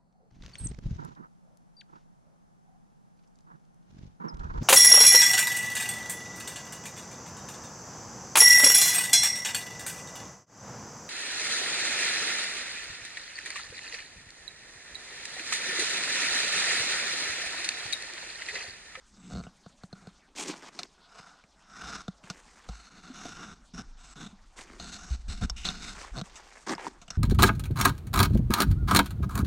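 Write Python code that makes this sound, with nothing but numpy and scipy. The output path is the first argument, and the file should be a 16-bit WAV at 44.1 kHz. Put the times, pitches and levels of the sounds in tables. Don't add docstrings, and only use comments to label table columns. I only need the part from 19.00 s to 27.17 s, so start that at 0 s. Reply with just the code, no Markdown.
import sys
import numpy as np
from scipy import signal
from scipy.io import wavfile

SR = 44100
rng = np.random.default_rng(int(sys.argv[2]) if len(sys.argv) > 2 else 0)


def persist_wave(psi):
    counts = np.round(np.clip(psi, -1, 1) * 32767).astype(np.int16)
    wavfile.write(sys.argv[1], SR, np.atleast_2d(counts).T)


N = 360341

# start in seconds, swell in seconds, hold in seconds,
# ease in seconds, hold level in dB, press (shell part) in dB, grit (edge part) in dB, contact colour in Hz.
FABRIC_STROKES = [(0.1, 0.22, 0.024, .12, -57, 12, 2.5, 7800), (0.95, .01, 0.11, 0.083, -62.5, 1, -5, 4160),
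                  (1.88, 0.3, 0.04, 0.2, -51, -20, -4.5, 4800),
                  (2.55, 0.33, 0.07, 0.07, -42.5, -7.5, -2.5, 5350),
                  (3.7, 0.058, 0.066, 0.07, -59, -7.5, 4.5, 4250),
                  (3.9, 0.065, 0.17, 0.012, -57, -1.5, -0.8, 4330),
                  (4.13, 0.062, 0.17, 0.01, -50, -1.5, 1.5, 5700),
                  (4.365, 0.015, 0.089, 0.072, -47.5, -1.5, -3, 5700),
                  (4.735, 0.0085, 0.06, 0.017, -51.5, 7.5, 1.1, 5570),
                  (4.97, 0.082, 0.054, 0.031, -58.5, -11, 2, 7600),
                  (5.155, 0.07, 0.022, 0.028, -49.5, 5.5, 0, 3650),
                  (5.795, 0.011, 0.12, 0.004, -53, 1, 4, 4250),
                  (5.915, 0.018, 0.011, 0.029, -48, -2.5, 5.5, 4250),
                  (5.975, 0.0055, 0.14, 0.012, -52.5, -4.5, 0.5, 5900),
                  (6.1, 0.0023, 0.0039, 0.055, -51, 1.5, 5.5, 4170),
                  (6.28, 0.007, .01, 0.13, -50.5, 4, 7, 4250),
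                  (6.41, 0.0034, 0.0073, 0.037, -42, 6, 1.5, 4130),
                  (6.56, 0.0097, 0.027, 0.094, -62, 2, 16.5, 2940),
                  (6.645, 0.0051, 0.0051, 0.2, -43.5, 3, 3.5, 4160),
                  (6.82, 0.035, 0.046, 0.035, -49, 0.5, 6, 4500),
                  (7.13, 0.024, 0.044, 0.011, -50, 4.5, -5, 5900),
                  (8.1, 0.006, 0.063, 0.013, -56, -8, -0.5, 5600)]
RUB_SWELL_DB_PER_S, RUB_EASE_DB_PER_S = 95.5, 88
SHELL_TOP_HZ, KNOCK_TOP_HZ = 400, 2000


def rubbing():
    friction, press_db, grit_db, contact_hz = strokes(
        FABRIC_STROKES, RUB_SWELL_DB_PER_S, RUB_EASE_DB_PER_S, fade_s=0.0024)
    fibres = grains(4000, spread_db=2.0, clump_db=2.0, clump_hz=33.0)
    shell, knock, edge = housing([fibres] * 3, contact_hz, focus_db=8.5, grip_db=1.72, focus_octaves=0.095)
    body = from_db(press_db) * rms_one(shell)
    grit = from_db(grit_db) * rms_one(edge)
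    return friction * (body + rms_one(knock) + grit)


def taps():
    # start in seconds, strike in dB, shell push beside the strike in dB,
    # contact colour in Hz, chatter decay in seconds.
    tap_rows = [(0.4666, -36.5, -4, 2880, 0.0093), (0.6616, -36, -6, 4440, 0.0049),
                (0.8349, -28.5, -11.5, 4360, 0.0035), (0.9276, -28, -10.5, 4200, 0.0047),
                (1.071, -26.5, -12.5, 4480, 0.003), (1.7897, -10, -40.5, 4530, 0.0078),
                (1.832, -8, -74, 4700, 0.0015), (3.0807, -19, -12.5, 4050, 0.0035),
                (3.2999, -9, -29.5, 4600, 0.0059), (3.6884, -21.5, -16, 4300, 0.006),
                (4.2534, -21, -22, 4690, 0.0072), (5.7977, -17.5, -29, 4250, 0.0052),
                (6.4224, -22, -10.5, 3500, 0.0015), (6.4974, -6.5, -44, 5400, 0.0038),
                (6.6515, -7, -48, 4080, 0.017), (6.6876, -11, -27.5, 3830, 0.0062),
                (7.213, -16, -17.5, 3880, 0.0032), (7.356, -21.5, -53, 7060, 0.022),
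                (7.75, -21, -24, 4770, 0.0032), (8.015, -25.5, -29, 2500, 0.014),
                (8.0796, -25, -26, 2760, 0.0057), (8.104, -11, -36, 5470, 0.0049)]
    # start in seconds, strike in dB.
    snag_rows = [(0.4369, -29.5), (0.696, -41.5), (1.0207, -44), (2.1935, -33), (2.438, -38), (3.2377, -33),
                 (6.967, -33)]
    snag_push_db, snag_hz, snag_chatter_s = -18.5, 2270, 0.0062
    panel_db, panel_follows = 22.5, 0.42

    snags = [(at, db, snag_push_db, snag_hz, snag_chatter_s) for at, db in snag_rows]
    contacts = sorted(list(tap_rows) + slips() + snags)
    start, edge_db, push_db, contact_hz, chatter_s = np.transpose(contacts)
    shell_db = edge_db + push_db
    knock_db = edge_db + panel_db + panel_follows * push_db

    length = 1500
    t = np.arange(length) / SR
    decay = np.exp(-t / np.maximum(chatter_s, 3e-4)[:, None])
    chatter = rng.standard_normal((len(start), length)) * decay * 0.18
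    chatter[:, 0] = np.minimum(0.004 / chatter_s, 1)
    push = rms_one(t * np.exp(-t / 0.0017))

    drives = np.full((3, N + length), 1e-18)
    for k, at in enumerate(np.round(start * SR).astype(int)):
        drives[0, at:at + length] += from_db(shell_db[k]) * push
        drives[1, at:at + length] += from_db(knock_db[k]) * chatter[k]
        drives[2, at:at + length] += from_db(edge_db[k]) * chatter[k]
    drives[1] = signal.lfilter([.08], [1, -.93], drives[1])
    drives[1] += from_db(14.5) * drives[0]

    latest = np.maximum(np.searchsorted(start, np.arange(N) / SR + 1e-4) - 1, 0)
    above_shell = signal.butter(2, SHELL_TOP_HZ, "high", fs=SR, output="sos")
    direct = from_db(-19.5) * signal.sosfilt(above_shell, drives[1, :N])
    ringing = housing(drives[:, :N], contact_hz[latest], focus_db=17.0, grip_db=1.5, focus_octaves=0.14)
    return direct + sum(ringing)


def slips():
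    # first slip in seconds, end of the run in seconds, slips per second,
    # unevenness from 0 to 1, loudest strike in dB, shell push beside the strike in dB, chatter in seconds.
    creak_rows = [(0.301, 0.42, 88, .45, -26.5, -10.5, 0.0021),
                  (7.162, 7.202, 130, .06, -14, -20.5, 0.0012)]
    ends_db, slip_hz = -9.5, 4220
    rows = []
    for first, last, per_s, uneven, db, push_db, chatter_s in creak_rows:
        gaps = 1 + uneven * rng.uniform(-1, 1, 30)
        times = first + np.append(0, np.cumsum(gaps)) / per_s
        for at in times[times <= last]:
            from_middle = 2 * (at - first) / (last - first) - 1
            rows.append((at, db + ends_db * from_middle ** 2, push_db, slip_hz, chatter_s))
    return rows


def housing(drives, contact_hz, focus_db, grip_db, focus_octaves):
    # centre in Hz, width of one resonator pass in Hz, level in dB.
    modes = [(125, 158, -4), (183.3, 60, 9), (238, 190, -3.5), (451.5, 166, -10.5), (712, 144, 0),
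             (1034, 360, -8), (1391, 333, 3.5), (2200, 990, -6.5), (2870, 455, -3.5), (3650, 490, 0.2),
             (4267, 470, -6), (5060, 480, -3), (5554, 430, -5), (6307, 1010, -1), (7790, 810, -6),
             (9250, 1640, -15.5), (12400, 11000, -28.5)]
    parts = [0, 0, 0]
    for k, (hz, width_hz, level_db) in enumerate(modes):
        part = part_of(hz)
        gain = from_db(level_db + grip_db * drift(2.3))
        ring = (-1) ** k * gain * resonance(drives[part], hz, width_hz)
        if part == 2:
            octaves_off = np.log2((contact_hz + 1) / hz)
            ring = ring * from_db(focus_db * np.exp(-(octaves_off / focus_octaves) ** 2))
        parts[part] = parts[part] + ring
    return parts


def thuds_and_knocks():
    # start in seconds, level in dB,
    # pitch in Hz, 60 dB decay in seconds (0.03 at least).
    thud_rows = [(0.33, -31.5, 63, 0.3), (2.83, -40.5, 59.7, 0.32), (3.684, -27.5, 52.7, 0.25),
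                 (4.1, -32.5, 256, 0.087), (4.253, -27, 267, 0.033), (4.745, -34.5, 44, 0.24),
                 (4.849, -36.5, 26.1, 0.7), (5.328, -37.5, 200, 0.074), (5.806, -34, 60.5, 0.15),
                 (6.107, -14, 61.5, 0.17), (6.288, -18.5, 72, 0.094), (6.415, -18, 103, 0.086),
                 (6.437, -13, 61, 0.1), (6.513, -12, 38.5, 0.073), (7.117, -23, 43, 0.15)]
    out, t = np.zeros(N), np.arange(SR // 3) / SR
    for start, level_db, hz, t60 in thud_rows:
        onset = 1 - np.exp(-t * hz / 0.75)
        decay = from_db(level_db - 60 * t / max(t60, .03))
        at = round(start * SR)
        out[at:at + len(t)] -= np.sin(2 * np.pi * hz * t) * onset * decay
    return out


def crunch():
    # start in seconds, swell in seconds, hold in seconds,
    # ease in seconds, hold level in dB, weight (low part) in dB, grit (high part) in dB.
    boot_rows = [(1.35, 0.047, 0.0067, 0.035, -42, -2.5, 6.5), (1.437, 0.035, 0.035, 0.013, -44.5, 4, 5.5),
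                 (1.525, 0.003, 0.021, 0.067, -50, 1.5, -1.5), (1.607, 0.02, 0.055, 0.011, -51.5, -7, -3.5),
                 (1.72, 0.0065, .11, 0.02, -57, 0, 0), (3.23, 0.013, 0.15, 0.067, -56, -7, -3.5),
                 (3.43, 0.015, 0.28, .01, -60, -14, -4), (5.56, 0.021, 0.024, 0.032, -49.5, -7, 0),
                 (5.64, 0.0053, 0.2, 0.015, -57, -2, -3), (6.94, 0.013, 0.087, 0.17, -49, -13, -1.5),
                 (7.23, 0.018, 0.36, 0.1, -57, -16, -1), (7.664, 0.022, 0.046, 0.0067, -34.5, -1, -7),
                 (7.777, 0.0022, 0.093, 0.014, -46, -8, -5),
                 (7.866, 0.0013, 0.0082, 0.0072, -41.5, 0, -3.5)]
    # frequency in Hz, relative level in dB per Hz.
    crust_colour = [(100, -65), (152, -19.5), (367, -11), (620, -16.5), (1000, -10), (1400, -15.5),
                    (2400, -12.5), (4000, -16), (7510, -13), (10500, -49), (15000, -27)]
    swell_db_per_s, ease_db_per_s = 281, 149
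    crushing, weight_db, grit_db = strokes(boot_rows, swell_db_per_s, ease_db_per_s, fade_s=.005)
    crystals = grains(3000, spread_db=1.5, clump_db=2.0, clump_hz=82.0)
    clods = grains(300, spread_db=3.0, clump_db=2.5, clump_hz=35.7) + 0.91 * crystals
    low, middle, high = coloured([clods, clods, crystals], crust_colour, patchy_db=2.44)
    weight = from_db(weight_db) * rms_one(low)
    grit = from_db(grit_db) * rms_one(high)
    return crushing * (weight + rms_one(middle) + grit)


def pops():
    # start in seconds, level in dB.
    pop_rows = [(7.725, -24), (7.734, -21.5), (7.781, -27), (7.797, -30), (7.81, -32), (7.845, -30),
                (7.867, -19)]
    hollow_hz, hollow_t60_s, snap_db = 870, 0.02, -11.5
    out, t = np.zeros(N), np.arange(SR // 20) / SR
    for start, level_db in pop_rows:
        chance = rng.standard_normal(len(t))
        hz = hollow_hz * (1 + 0.068 * chance[0])
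        fade = from_db(-60 * t / hollow_t60_s) * np.minimum(t * hollow_hz, 1)
        ring = np.sin(2 * np.pi * hz * t) * fade
        snap = from_db(snap_db) * rms_one(resonance(chance, 1700, 3600)) * np.exp(-t / 0.0009)
        at = round(start * SR)
        out[at:at + len(t)] += from_db(level_db) * (ring + snap)
    return out


def sway():
    # time in seconds, level in dB.
    rumble_points = [(0.0, -64), (0.41, -66), (1.59, -73), (5.96, -55.5), (6.32, -37), (7.78, -67),
                     (8.17, -50.5)]
    lump_band = signal.butter(3, [15, 55], "band", fs=SR, output="sos")
    lumps = signal.sosfilt(lump_band, rng.standard_normal(N))
    time_s, level_db = np.transpose(rumble_points)
    carrying_db = np.interp(np.arange(N) / SR, time_s, level_db) + 1.4 * drift(3.7)
    carrying = from_db(carrying_db) * rms_one(lumps)

    friction, press_db = strokes(FABRIC_STROKES, RUB_SWELL_DB_PER_S, RUB_EASE_DB_PER_S, fade_s=0.043)[:2]
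    shake_band = signal.butter(2, [20, 90], "band", fs=SR, output="sos")
    shakes = signal.sosfilt(shake_band, rng.standard_normal(N))
    return carrying + friction * from_db(press_db - 10.5) * rms_one(shakes)


def faint_hiss():
    # frequency in Hz, relative level in dB per Hz.
    hiss_colour = [(90, -29), (166, 4), (553, -10.5), (728, -1.5), (1340, -5.5), (2330, -13.5),
                   (5770, -10.5), (7750, -14), (14000, -42)]
    noise = rng.standard_normal(N)
    return from_db(-64) * rms_one(sum(coloured([noise] * 3, hiss_colour, patchy_db=4.0)))


def strokes(rows, swell_db_per_s, ease_db_per_s, fade_s):
    start, swell_s, hold_s, ease_s, hold_db, *columns = np.transpose(rows)
    t = np.arange(N) / SR
    k = np.maximum(np.searchsorted(start, t) - 1, 0)
    held = t - (start + swell_s)[k]
    swell_db = swell_db_per_s * np.minimum(held, 0)
    ease_db = ease_db_per_s * np.maximum(held - hold_s[k], 0)
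    sounding = (t >= start[k]) * (held <= (hold_s + ease_s)[k])
    gain = from_db(hold_db[k] + swell_db - ease_db) * sounding
    settling = from_db(-12.5) * lag(gain, 0.067)
    gain = np.maximum(lag(gain, fade_s), settling)
    return [gain] + [lag(c[k], fade_s) for c in columns]


def grains(per_s, spread_db, clump_db, clump_hz):
    sizes = from_db(spread_db * np.minimum(rng.exponential(1, N), 5)) * rng.choice([-1, 1], N)
    struck = rng.random(N) < per_s / SR
    clumps = from_db(clump_db * drift(clump_hz))
    return rms_one(sizes * struck * clumps + 1e-9)


def coloured(sources, spectrum, patchy_db):
    parts = [0, 0, 0]
    edges = 100 * 2 ** np.arange(0, 7.6, .5)
    point_hz, point_db = np.transpose(spectrum)
    for k, (low, high) in enumerate(zip(edges, edges[1:])):
        hz = np.sqrt(low * high)
        part = part_of(hz)
        level_db = np.interp(np.log(hz), np.log(point_hz), point_db)
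        gain = from_db(level_db + patchy_db * drift(12.6))
        band_filter = signal.butter(2, [low, high], "band", fs=SR, output="sos")
        band = signal.sosfilt(band_filter, sources[part])
        parts[part] = parts[part] + (-1) ** k * gain * band
    return parts


def part_of(hz):
    return int(hz > SHELL_TOP_HZ) + int(hz > KNOCK_TOP_HZ)


def resonance(x, hz, width_hz):
    r = np.exp(-np.pi * width_hz / SR)
    section = [(1 - r * r) / 2, 0, (r * r - 1) / 2, 1, -2 * r * np.cos(2 * np.pi * hz / SR), r * r]
    return signal.sosfilt([section, section], x)


def drift(rate_hz):
    r = np.exp(-80 * np.pi * rate_hz / SR)
    noise = rng.standard_normal(N // 40 + 2002)
    slow = signal.lfilter([1], [1, -2 * r, r * r], noise)[2000:]
    return np.interp(np.arange(N) / 40, np.arange(len(slow)), rms_one(slow))


def lag(x, seconds):
    r = np.exp(-1 / (seconds * SR))
    return signal.lfilter([1 - r], [1, -r], x)


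def from_db(db):
    return 10 ** (np.asarray(db) / 20)


def rms_one(x):
    return x / np.sqrt(np.mean(x ** 2) + 1e-20)


def scene():
    handling = rubbing() + taps() + thuds_and_knocks()
    boots = crunch() + pops()
    mono = handling + boots + sway() + faint_hiss()
    return np.array([mono, mono])


def record(dry):
    port = signal.sosfilt(signal.butter(2, 9000, fs=SR, output="sos"), dry)
    return signal.sosfilt(signal.cheby2(12, 70, 15700, fs=SR, output="sos"), port)


dry = scene()
out = record(dry)
persist_wave(out)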